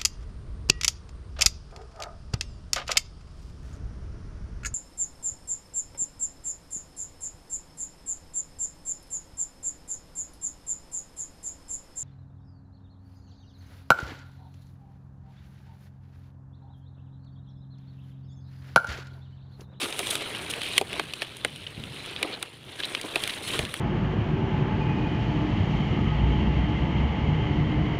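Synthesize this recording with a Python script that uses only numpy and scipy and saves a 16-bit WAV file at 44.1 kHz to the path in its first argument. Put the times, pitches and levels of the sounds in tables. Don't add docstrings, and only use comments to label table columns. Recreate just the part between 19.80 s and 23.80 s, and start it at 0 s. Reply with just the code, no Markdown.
import sys
import numpy as np
from scipy import signal
from scipy.fft import rfft, irfft
from scipy.io import wavfile
from scipy.ndimage import uniform_filter1d

SR = 44100
rng = np.random.default_rng(int(sys.argv[2]) if len(sys.argv) > 2 else 0)


def inscribe(sig):
    pcm = np.round(np.clip(np.atleast_2d(sig).T, -1, 1) * 32767)
    wavfile.write(sys.argv[1], SR, pcm.astype(np.int16))


N = 176400
TIME = np.arange(N) / SR

# time in seconds, then the levels of dull rub, rustle and fizz in dB.
SLIDE_LEVELS = [(0.04, -33, -35, -41), (0.11, -43, -42, -47), (0.34, -39, -35, -37), (0.39, -40, -38, -47),
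                (0.56, -38, -38, -49), (0.67, -41, -43, -50), (0.78, -40, -40, -48), (0.86, -45, -35, -45),
                (0.96, -45, -35, -45), (1.04, -48, -50, -56), (1.15, -41, -38, -50), (1.27, -49, -46, -56),
                (1.92, -53, -48, -59), (2.08, -49, -47, -58), (2.2, -48, -42, -55), (2.48, -39, -43, -54),
                (2.8, -58, -54, -63), (3.04, -42, -43, -51), (3.3, -43, -42, -52), (3.38, -41, -39, -47),
                (3.55, -44, -38, -45), (3.61, -43, -46, -52), (3.67, -41, -35, -40), (3.79, -34, -37, -43),
                (3.88, -44, -45, -52), (4.0, -42, -42, -47)]
# frequency in Hz, gain in dB.
RUSTLE_COLOUR = [(600, -8), (1500, -10), (3000, 3), (4000, -0.5), (4900, -12.5), (12000, -49)]
# frequency in Hz, gain in dB.
FIZZ_COLOUR = [(3000, -39), (5000, -3.5), (7600, -2.5), (9500, 6), (11200, -5), (16000, -16)]
CATCHES_PER_S = 170
PATCH_RANGE_HZ, PATCH_DECAY_S = (2300, 3900), 0.0006


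def amp(db):
    return 10 ** (np.asarray(db) / 20)


def unit(x):
    return x / np.sqrt(np.mean(x ** 2) + 1e-20)


def burst(x, level_db, span_s=0.009):
    return x / np.linalg.norm(x) * np.sqrt(span_s * SR) * amp(level_db)


def add(mix, start_s, sound):
    part = mix[max(round(start_s * SR), 0):][:len(sound)]
    part += sound[:len(part)]


def colour(x, points, size=4096):
    points_hz, points_db = np.transpose(points)
    hz = abs(np.fft.fftfreq(size, 1 / SR))
    log_gain = np.log(amp(np.interp(np.log(hz + 1), np.log(points_hz), points_db)))
    taps = np.fft.ifft(np.exp(np.conj(signal.hilbert(log_gain)))).real
    return signal.fftconvolve(x, taps[:size // 2])[:len(x)]


def wander(rate_hz):
    rolloff = 1 + (np.fft.rfftfreq(N, 1 / SR) / rate_hz) ** 4
    return unit(irfft(rfft(rng.standard_normal(N)) / rolloff, N))


def slips(per_s, spread_db):
    size = amp(spread_db * np.minimum(rng.exponential(1, N), 5))
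    return unit(size * rng.choice([-1., 1.], N) * (rng.random(N) < per_s / SR))


def catches(per_s, spread_db=14):
    size = amp(-spread_db * rng.random(N))
    return size * np.sign(rng.standard_normal(N)) * (rng.random(N) < per_s / SR)


def ping(t, hz, decay_s):
    return np.sin(2 * np.pi * hz * t) * np.sqrt(t) * np.exp(-t / decay_s)


def moving_contact(x, depth_db, frame=512):
    spectra = signal.stft(x, nperseg=frame)[2]
    field = rng.standard_normal(spectra.shape)
    for axis in (0, 1):
        field = uniform_filter1d(field, size=4, axis=axis)
    return signal.istft(spectra * amp(depth_db * unit(field)), nperseg=frame)[1][:len(x)]


def wind(level_db=-49.5, gust_db=3.0):
    # frequency in Hz, gain in dB.
    breeze_colour = [(32, -52), (64, -4), (130, 3), (450, -20), (16000, -45)]
    breeze = unit(colour(rng.standard_normal(N), breeze_colour))
    return breeze * amp(level_db + gust_db * wander(rate_hz=4.0))


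def stalk_thuds(attack_s=0.0019):
    # start in seconds, level in dB before the envelope, decay in seconds, pitch in Hz.
    knocks = [(1.162, -32, 0.0083, 520), (1.976, -35.5, 0.047, 119), (2.447, -32, 0.018, 405),
              (3.238, -30, 0.02, 328), (3.362, -28.5, 0.012, 503), (3.792, -26.5, 0.055, 105)]
    out, t = np.zeros(N), TIME[:SR // 3]
    for start_s, level_db, decay_s, hz in knocks:
        stalk = signal.iirpeak(hz, Q=0.76, fs=SR)
        noise = rng.standard_normal(len(t))
        shudder = unit(signal.lfilter(*stalk, signal.lfilter(*stalk, noise)))
        envelope = np.minimum(t / attack_s, 1) * np.exp(-t / decay_s)
        add(out, start_s, amp(level_db) * shudder * envelope)
    return out


def spine_ticks(decay_s=0.0023):
    # start in seconds, body level in dB, sizzle level in dB.
    flicks = [(0.1258, -33, -45), (0.3537, -27, -32.5), (0.7376, -31, -46), (.817, -31.5, -42),
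              (1.13, -32.5, -49), (1.336, -30.5, -42.5), (1.568, -50, -45.5), (1.7604, -43, -50),
              (2.038, -36.5, -54), (2.261, -43, -48.5), (2.363, -33, -60), (3.0352, -28.5, -60),
              (3.054, -42, -41), (3.1497, -25, -45), (3.213, -37, -39.5), (3.4373, -26.5, -35),
              (3.476, -30, -37), (3.851, -33, -45)]
    out, t = np.zeros(N), TIME[:1024]
    for start_s, body_db, sizzle_db in flicks:
        scratch = rng.standard_normal(len(t)) * np.exp(-t / decay_s)
        note = ping(t, rng.uniform(*PATCH_RANGE_HZ), PATCH_DECAY_S)
        body = unit(note) + unit(colour(scratch, RUSTLE_COLOUR))
        sizzle = colour(scratch, FIZZ_COLOUR)
        add(out, start_s, burst(body, body_db) + burst(sizzle, sizzle_db))
    return out


def leaf_crackle(patches=16):
    times_s, _, rustle_db, _ = np.transpose(SLIDE_LEVELS)
    grains = np.zeros(N)
    for hz in np.geomspace(*PATCH_RANGE_HZ, patches):
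        note = ping(TIME[:1024], hz, PATCH_DECAY_S)
        grains += signal.oaconvolve(catches(CATCHES_PER_S / patches), note)[:N]
    return unit(grains) * amp(np.interp(TIME, times_s, rustle_db) - 5.5)


def sliding_leaves():
    # frequency in Hz, gain in dB.
    rub_colour = [(100, -30.5), (260, -2.5), (400, -0.5), (850, -8.5), (2400, -9), (5000, -61)]
    times_s, rub_db, rustle_db, fizz_db = np.transpose(SLIDE_LEVELS)
    pressure_db = 0.95 * wander(rate_hz=45)
    snags = 0.42 * unit(catches(CATCHES_PER_S))
    out = np.zeros(N)
    for outline, level_db in [(rub_colour, rub_db), (RUSTLE_COLOUR, rustle_db), (FIZZ_COLOUR, fizz_db)]:
        grain = moving_contact(slips(per_s=5000, spread_db=2.0), depth_db=3.0) + snags
        flicker_db = 1.54 * wander(rate_hz=78)
        friction = colour(grain * amp(pressure_db + flicker_db), outline)
        out += unit(friction) * amp(np.interp(TIME, times_s, level_db))
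    return out


def edge_rasps(chatter_db=3, chatter_hz=270):
    # start and length in seconds, rasp and fizz levels in dB, ring pitch in Hz.
    drags = [(0.006, 0.048, -33, -38, 4640), (0.267, 0.007, -28, -33.5, 3370),
             (0.302, 0.014, -29, -27.5, 3680), (0.695, 0.023, -33, -35, 3030),
             (1.407, 0.029, -36, -46, 1860), (1.866, 0.0083, -30, -60, 3050),
             (2.521, 0.034, -34, -67, 4100), (2.988, 0.026, -32.5, -48, 1650),
             (3.025, 0.034, -31, -61, 3930), (3.493, 0.017, -28.5, -46, 1950),
             (3.732, 0.016, -28.5, -58, 1050)]
    out = np.zeros(N)
    teeth = unit(slips(per_s=11000, spread_db=1.5) * amp(chatter_db * wander(chatter_hz)))
    scrape, fizz = colour(teeth, RUSTLE_COLOUR), colour(teeth, FIZZ_COLOUR)
    for start_s, length_s, rasp_db, fizz_db, hz in drags:
        on = (TIME >= start_s) & (TIME < start_s + length_s)
        swell = np.sqrt(abs(np.sin(np.pi * (TIME[on] - start_s) / length_s)))
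        ring = signal.lfilter(*signal.iirpeak(hz, Q=9, fs=SR), scrape[on])
        rasp = unit(scrape[on] + 2.5 * ring)
        out[on] += swell * (amp(rasp_db) * rasp + amp(fizz_db) * unit(fizz[on]))
    return out


def leaf_snaps(crack_db=-14, ring_db=-16, tail_db=-26, tail_s=0.008):
    # start in seconds, overall gain in dB, then knock, clack and sizzle levels in dB
    # before that gain, ring pitch in Hz.
    releases = [(0.1917, -14, -25.5, -21, -16.5, 2780), (0.9797, -1, -32.5, -20.5, -19, 3150),
                (1.013, -18.5, -4.5, -23, -19, 2500), (1.1963, -12.5, -16, -12.5, -26, 2410),
                (1.4199, -13.5, -22, -18, -30, 2523), (1.6483, -11.5, -17, -12, -20, 3210),
                (2.4286, -9.5, -23, -24, -24.5, 2440), (2.627, -17.5, -24, -18.5, -16.5, 3680),
                (3.3579, -9.5, -19, -23, -25, 2610), (3.7913, -11, -13, -23, -22.5, 2770),
                (3.9408, -16.5, -36, -17, -19.5, 2120)]
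    # frequency in Hz, gain in dB.
    blade_colour = [(450, -0.5), (850, -5), (3100, 8), (5600, -8.5), (7800, -5.5), (9400, 4), (12000, -13)]
    # knock, clack, crack, sizzle. Their edges in Hz, their decays in seconds.
    edges_hz = [300, 800, 2000, 4800, 16000]
    decays_s = [0.006, 0.0025, 0.0028, 0.0019]
    out, t = np.zeros(N), TIME[:4096]
    spike = 4.7 * (t == 0)
    tail = amp(tail_db) * np.exp(-t / tail_s)
    for start_s, gain_db, knock_db, clack_db, sizzle_db, hz in releases:
        chatter = rng.standard_normal(len(t))
        snap = burst(ping(t, hz, decay_s=0.00093), ring_db)
        for k, level_db in enumerate([knock_db, clack_db, crack_db, sizzle_db]):
            drive = spike + chatter * (np.exp(-t / decays_s[k]) + tail)
            band = signal.butter(3, edges_hz[k:k + 2], "band", fs=SR, output="sos")
            snap += burst(colour(signal.sosfilt(band, drive), blade_colour), level_db)
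        add(out, start_s, amp(gain_db) * snap)
    return out


def scene():
    leaves = sliding_leaves() + leaf_crackle() + edge_rasps() + leaf_snaps() + spine_ticks()
    return (leaves + stalk_thuds() + wind())[None]


def record(dry, ceiling=0.53, cutoff_hz=15700):
    clipped = np.clip(dry, -ceiling, ceiling)
    lowpass = signal.firwin(255, cutoff_hz, window=("kaiser", 8), fs=SR)
    return signal.oaconvolve(clipped, lowpass[None], "same")


dry = scene()
out = record(dry)
inscribe(out)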